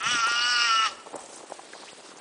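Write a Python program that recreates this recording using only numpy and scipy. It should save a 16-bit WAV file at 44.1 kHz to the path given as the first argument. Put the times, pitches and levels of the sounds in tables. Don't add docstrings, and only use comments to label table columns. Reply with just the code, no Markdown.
import sys
import numpy as np
from scipy import signal
from scipy.io import wavfile
from scipy.ndimage import uniform_filter1d

SR = 44100
rng = np.random.default_rng(int(sys.argv[2]) if len(sys.argv) > 2 else 0)


def voltage_ratio(decibels):
    exponent = np.asarray(decibels, float) / 20
    return 10 ** exponent


def to_wav(sig):
    pcm = np.clip(np.atleast_2d(sig), -1, 1) * 32767
    pcm = np.round(pcm).astype(np.int16)
    wavfile.write(sys.argv[1], SR, pcm.T)


N = 97108


def evened(x):
    return x / np.sqrt(np.mean(x ** 2) + 1e-20)


def read(points, hz):
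    f, value = np.transpose(points)
    return np.interp(np.log(hz + 1), np.log(f + 1), value)


def add(mix, s, sound):
    part = mix[round(s * SR):][:len(sound)]
    part += sound[:len(part)]


def bump(t, centre_s, half_s):
    return np.exp(-((t - centre_s) / half_s) ** 2)


def high_pass(x, hz):
    return signal.sosfilt(signal.butter(2, hz, "high", fs=SR, output="sos"), x)


def slow(size, rate_hz):
    low_pass = signal.butter(2, rate_hz, fs=SR, output="sos")
    return evened(signal.sosfilt(low_pass, rng.standard_normal(size + SR))[SR:])


def resonate(x, hz, width):
    turn = np.exp(2j * np.pi * np.cumsum(hz * np.ones(len(x))) / SR)
    r = np.exp(-np.pi * width / SR)
    smoothed = signal.lfilter([(1 - r) ** 2], [1, -2 * r, r * r], x / turn + 1e-18)
    return 2 * (turn * smoothed).real


def voice_pitch(t):
    # start_s, pitch_hz
    pitch_points = [(.116, 248), (0.174, 232), (0.227, 229.4), (0.285, 236.7), (0.311, 234.5),
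                    (0.499, 243.7), (0.63, 236.6), (0.726, 224.6), (0.852, 219.5)]
    scoop_hz, scoop_bend, sag_hz_per_s = 66.15, 1.4, 680
    s, hz = np.transpose(pitch_points)
    scoop = scoop_hz * np.maximum(1 - t / s[0], 0) ** scoop_bend
    sag = sag_hz_per_s * np.clip(t - s[-1], 0, .08)
    catch = 10.08 * bump(t, .244, 0.01519)
    return np.interp(t, s, hz) - scoop - sag - catch, s[-1]


def fold_pulses(turns):
    patchy_db, patchy_hz, smear, shimmer_db = 2.2, 18, .006, 1.2
    pulses = np.zeros(SR)
    for k in range(3, 42):
        swell = voltage_ratio(patchy_db * min(k / 12, 1) * slow(SR, patchy_hz))
        pulses += swell * np.cos(2 * np.pi * (k * turns + smear * k * k))
    return evened(pulses * voltage_ratio(shimmer_db * slow(SR, 180)))


def cry():
    # start_s, level_db, mouth_opening (0-1), effort_db (lifts upper resonances), hoarseness (factor)
    course = [(0, -36.5, 0.9, -13.5, 1.5), (.06, -25, 0.63, -9.5, 0.93), (.12, -25.5, 0.67, 1, 1.23),
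              (.24, -23, 0.4, -11.5, 1.2), (.3, -24.5, 0.42, -6, 1.23), (.4, -25.5, 0.27, -5.5, 1.43),
              (.63, -22.5, 0.15, -5.5, 1.08), (.76, -22.5, 0.36, -5.5, 0.86), (.86, -22.5, 0.38, -10, 2.4)]
    # narrow_mouth_hz, wide_mouth_hz, width_hz, narrow_mouth_db, wide_mouth_db
    resonances = [(1336, 1367, 120, 2, 0.5), (1765, 1846, 390, -13.5, -10.5), (2445, 2680, 550, -13, -6),
                  (2823, 3050, 186, 4, -7), (3460, 3220, 830, -19.5, -3.5), (4500, 4780, 735, -1.5, -22.5),
                  (5363, 5980, 780, -1, -7.5), (7800, 8220, 1010, -19, -13)]
    # pitch_hz, width_hz, level_db
    chest = (1200, 260, -12)
    # pitch_hz, width_hz, level_db
    nose = (828, 200, -22)
    # pitch_hz, share (0-1)
    breath_share = [(1400, .07), (1900, .22), (2500, .45), (2900, .2), (3500, .5), (4500, .28), (5400, .52),
                    (8000, .55)]
    tremor, jitter, wander_db = .0035, .004, 1.6
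    track, track_hz = 3.9, 228
    close_per_s = 4.4
    end_s, release_s = 0.866, 0.014

    t = np.arange(SR) / SR
    s, *columns = np.transpose(course)
    db, mouth, effort_db, hoarse = (np.interp(t, s, c) for c in columns)
    hz, jaw_shuts_s = voice_pitch(t)
    unsteady = 1 + tremor * slow(SR, 29.0) + jitter * slow(SR, 220)
    turns = np.cumsum(uniform_filter1d(hz, 600) * unsteady) / SR
    folds = fold_pulses(turns)
    puffs = evened((2.1 + np.exp(-(turns % 1) / 0.68)) * rng.standard_normal(SR))

    throat = voltage_ratio(nose[2]) * resonate(folds, nose[0], nose[1])
    throat -= voltage_ratio(chest[2]) * resonate(folds, chest[0], chest[1])
    choke_db = -7 * bump(t, 0.23, 0.027)
    tracking = track * (1 - mouth) * np.maximum(hz - track_hz, 0)
    jaw = 1 - close_per_s * np.clip(t - jaw_shuts_s, 0, .05)
    hoarse = np.clip(hoarse, .5, np.where(t < .8, 1.2, 3))
    for k, (narrow_hz, wide_hz, width, narrow_db, wide_db) in enumerate(resonances):
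        breath = np.clip(read(breath_share, narrow_hz) * hoarse, 0, .9)
        source = (1 - breath) * folds + breath * puffs
        level_db = narrow_db + (wide_db - narrow_db) * mouth
        level_db = level_db + effort_db * min(max(k - 1, 0) / 4, 1) + wander_db * slow(SR, 6.0)
        centre_hz = narrow_hz + (wide_hz - narrow_hz) * mouth
        if k == 0:
            centre_hz = (centre_hz + tracking) * jaw
        if k == 3:
            level_db = level_db + choke_db
        throat += (-1) ** k * voltage_ratio(level_db) * resonate(source, centre_hz, width)
    throat = high_pass(throat, 550)
    throat /= np.sqrt(1e-12 + uniform_filter1d(throat ** 2, 2000))
    out = np.zeros(N)
    add(out, 0, throat * voltage_ratio(db) * np.exp(-np.maximum(t - end_s, 0) / release_s))
    return out


def slope(x):
    # pitch_hz, t60_s
    hillside_decay = [(700, 0.68), (1400, 0.81), (3000, 0.68), (7000, 0.62)]
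    far_db, near_db, near_t60_s = -20, -13, .08
    t = np.arange(SR) / SR
    hz, u, z = signal.stft(rng.standard_normal(SR) * (t > .04), SR, nperseg=256)
    fade = voltage_ratio(-60 * u / read(hillside_decay, hz)[:, None])
    far = signal.istft(z * fade, SR, nperseg=256)[1][:SR]
    near = rng.standard_normal(SR) * voltage_ratio(-60 * t / near_t60_s) * (t > .003)
    tail = voltage_ratio(far_db) * far / np.linalg.norm(far) + voltage_ratio(near_db) * near / np.linalg.norm(near)
    return x + signal.fftconvolve(x, tail)[:N]


def knocks():
    # start_s, peak_db, pitch_hz, ring_t60_s
    knock_events = [(.114, -32.5, 556, 0.017), (.148, -34.5, 310, 0.017), (.27, -34.5, 423, 0.025),
                    (.279, -19.5, 1095, 0.011), (.284, -31, 860, 0.022), (.314, -32.5, 435, 0.014),
                    (1.7335, -33.5, 1640, 0.015), (1.5, -38.5, 834, 0.025), (1.053, -57, 527, 0.031),
                    (1.0615, -36.5, 700, 0.024), (1.067, -36, 880, 0.029), (1.071, -38.5, 452.4, 0.041),
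                    (1.1315, -34.5, 670, 0.023), (1.135, -34, 523, 0.015), (1.1415, -20.5, 750, 0.0057),
                    (1.145, -28.5, 400, 0.02), (1.1545, -29.5, 596, 0.02), (1.158, -24.5, 640, 0.0083),
                    (1.165, -24, 800, 0.005), (1.168, -32, 450, 0.011), (1.178, -38, 780, .03),
                    (1.19, -39.5, 775, 0.046), (1.239, -38.5, 560, 0.034), (1.329, -42, 567, 0.04),
                    (1.43, -43.5, 698, 0.048), (1.502, -42.5, 412, 0.059), (1.521, -21, 643, 0.011),
                    (1.593, -32.5, 800, 0.027), (1.732, -52, 478, 0.097), (1.761, -33.5, 810, 0.0077),
                    (1.837, -34.5, 820, 0.013), (1.931, -29.5, 460, 0.0052)]
    crack_share, crack_ratio, crack_decay_s = 0.24, 2.03, 0.0036
    out, t = np.zeros(N), np.arange(4000) / SR
    for s, db, hz, t60 in knock_events:
        turn = 2 * np.pi * hz * t
        ring = np.sin(turn) + 0.72 * np.sin(1.238 * turn)
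        ring += crack_share * np.sin(crack_ratio * turn) * np.exp(-t / crack_decay_s)
        add(out, s, voltage_ratio(db - 60 * t / t60) * ring * (1 - np.exp(-t / 0.00074)) * 1.66)
    return out


def leaves():
    # start_s, peak_db, centre_hz, length_s
    scratches = [(1.084, -58.5, 1980, 0.01), (1.157, -22.5, 8400, 0.007), (1.19, -21.5, 7500, 0.0062),
                 (1.235, -28.5, 7740, 0.0057), (1.155, -28, 8000, .005), (1.205, -25.5, 8100, .006),
                 (1.259, -27.5, 7400, 0.0052), (1.343, -43, 7700, .008), (1.359, -26, 8320, 0.009),
                 (1.375, -28, 7100, 0.0074), (0.029, -17, 8140, 0.0035), (0.267, -23.5, 8270, 0.014),
                 (0.316, -23, 8700, 0.011), (1.463, -54, 6900, 0.01), (1.496, -26, 7050, 0.018),
                 (1.592, -58, 2060, 0.006), (1.675, -48, 4430, 0.01), (1.731, -31.5, 1650, 0.0096),
                 (1.816, -36.5, 2440, 0.015), (1.915, -33.5, 7400, 0.019), (2.171, -31, 6640, 0.0097)]
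    out, t = np.zeros(N), np.arange(5000) / SR
    for s, db, hz, length in scratches:
        noise = rng.standard_normal(5000)
        scratch = evened(resonate(noise * abs(noise), hz, 0.42 * hz)) + 0.17 * noise
        add(out, s, voltage_ratio(db - 14.0) * scratch * np.minimum(t / 0.00067, 1) * np.exp(-t / length))
    return out


def brushes():
    # centre_s, level_db, centre_hz,
    # half_length_s
    swells = [(0.304, -47, 875, 0.52), (0.89, -53, 850, 0.092), (1.197, -50.5, 880, 0.066),
              (0.104, -51.5, 8160, 0.082), (0.882, -40, 4500, 0.04), (1.223, -56.5, 7900, 0.02),
              (1.339, -48, 6750, 0.074), (1.54, -51, 7100, 0.014), (1.82, -50.5, 4160, 0.16),
              (1.98, -53, 7800, 0.013), (2.08, -52, 4970, 0.042)]
    squeak_s, squeak_half_s, squeak_db = 1.886, 0.014, -46.5
    squeak_hz, squeak_hz_per_s = 2570, 70000
    t, noise = np.arange(N) / SR, rng.standard_normal(N)
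    out = np.zeros(N)
    for s, db, hz, half_s in swells:
        out += voltage_ratio(db) * bump(t, s, half_s) * evened(resonate(noise, hz, 0.79 * hz))
    hz = squeak_hz + squeak_hz_per_s * np.clip(t - squeak_s, -.03, .03)
    squeak = bump(t, squeak_s, squeak_half_s) * evened(resonate(noise, hz, 1000))
    return out + voltage_ratio(squeak_db) * squeak


def crunch():
    # time_s, level_db
    stirring = [(0, 3), (.3, -8.5), (.6, 2.5), (.93, 0), (1.02, 0), (1.22, 1), (1.42, 6.5), (1.661, -2),
                (1.76, 10.5), (1.95, -4.5), (2.1, 6), (2.2, 6)]
    level_db, grains_per_s = -53, 260
    t, out = np.arange(800) / SR, np.zeros(N)
    stir_db = np.interp(np.arange(N) / SR, *np.transpose(stirring))
    grain_db = 2.6 * np.minimum(rng.exponential(1, N), 4) + 1.6 * slow(N, 34) + stir_db
    size = voltage_ratio(grain_db) * (rng.random(N) < grains_per_s / SR)
    kind = rng.integers(0, 16, N)
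    for k, hz in enumerate(np.geomspace(340, 1400, num=16)):
        grain = np.sin(2 * np.pi * hz * t) * t * hz * np.exp(-t * hz / 0.58)
        out += signal.oaconvolve(size * (kind == k), grain)[:N]
    return voltage_ratio(level_db) * evened(out)


def gusts():
    # centre_s, level_db, half_length_s
    wind_puffs = [(0.077, -47, 0.034), (0.152, -42, 0.022), (.21, -58.5, 0.029), (.41, -60, 0.068),
                  (1.152, -56, 0.014), (1.51, -64, 0.014)]
    t = np.arange(N) / SR
    shape = sum(voltage_ratio(db) * bump(t, s, half_s) for s, db, half_s in wind_puffs)
    rumble = resonate(resonate(rng.standard_normal(N), 150, 360), 150, 360)
    return shape * evened(rumble)


def air():
    # pitch_hz, level_db (per Hz)
    breeze = [(24, -70), (40, -51), (137, -71), (177, -8), (448, -3.5), (1160, -7.5), (5510, -14),
              (8570, -11), (10300, -19.5), (13400, -54), (22000, -120)]
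    level_db, patch_db, flicker_db = -49, 0.74, 1.46
    frames, hz = N // 128 + 5, np.fft.rfftfreq(512, 1 / SR)
    a, b, patches = rng.standard_normal((frames, 257, 3)).T
    patches = evened(uniform_filter1d(uniform_filter1d(patches, 14, 0), 16, 1))
    flicker = evened(uniform_filter1d(rng.standard_normal(frames), 5))
    z = (a + 1j * b) * voltage_ratio(read(breeze, hz)[:, None] + patch_db * patches + flicker_db * flicker)
    return voltage_ratio(level_db) * evened(signal.istft(z, nperseg=512, noverlap=384)[1][:N])


def dropouts(x):
    # centre_s, centre_hz, half_length_s
    single_holes = [(0.026, 5600, .006), (.02, 7400, .006), (.02, 9330, .006), (0.036, 9300, .004),
                    (0.082, 8600, .002), (0.315, 9900, .01), (1.172, 8550, .003), (1.2, 9800, .004),
                    (1.504, 6600, .008), (1.454, 9300, .004), (1.143, 6450, .01), (1.141, 9300, .011),
                    (1.19, 6520, .005), (1.52, 6500, .005), (1.923, 6200, .008), (2.195, 6500, .006)]
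    hole_share = .11
    hz, t, z = signal.stft(x, SR, nperseg=256)
    chance = hole_share * np.clip(np.arange(33) / 4 - .9, 0, 1)
    starved = rng.random((len(t) // 2 + 1, 33)) < chance
    holes = np.repeat(np.repeat(starved, 2, 0), 4, 1).T[:129, :len(t)]
    for s, f, half_s in single_holes:
        holes = holes | np.outer(abs(hz - f) < 900, abs(t - s) < half_s)
    return signal.istft(z * np.where(holes, voltage_ratio(-46), 1), SR, nperseg=256)[1][:N]


def channel_difference(mid):
    # centre_hz, half_width_hz, level_db
    wide_bands = [(1074, 434, -16), (4160, 500, -14), (4890, 420, -11)]
    hz, t, z = signal.stft(mid, SR, nperseg=1024)
    power = uniform_filter1d(abs(z) ** 2, 24, 0)
    open_share = [.9, .75, .45]
    gates = np.repeat(rng.random((len(t) // 3 + 1, 3)) < open_share, 3, 0)[:len(t)]
    mask = np.zeros(z.shape)
    for (f, half_hz, db), gate in zip(wide_bands, gates.T):
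        mask += voltage_ratio(db) * np.outer(abs(hz - f) < half_hz, gate)
    chance_phase = np.exp(2j * np.pi * rng.random(z.shape))
    return signal.istft(np.sqrt(abs(power)) * mask * chance_phase, SR, nperseg=1024)[1][:N]


def scene():
    ground = high_pass(knocks() + crunch(), 150)
    mix = slope(cry()) + ground + leaves() + brushes() + gusts() + air()
    return np.array([mix, mix])


def roll_off(x):
    return signal.sosfilt(signal.butter(12, 10470, fs=SR, output="sos"), x)


def record(dry):
    band_limit = signal.firwin(255, 10400, window=("kaiser", 9), fs=SR)
    mid = signal.oaconvolve(dropouts(dry[0]), band_limit, "same")
    side = channel_difference(mid)
    return roll_off(np.array([mid + side, mid - side]))


dry = scene()
out = record(dry)
to_wav(out)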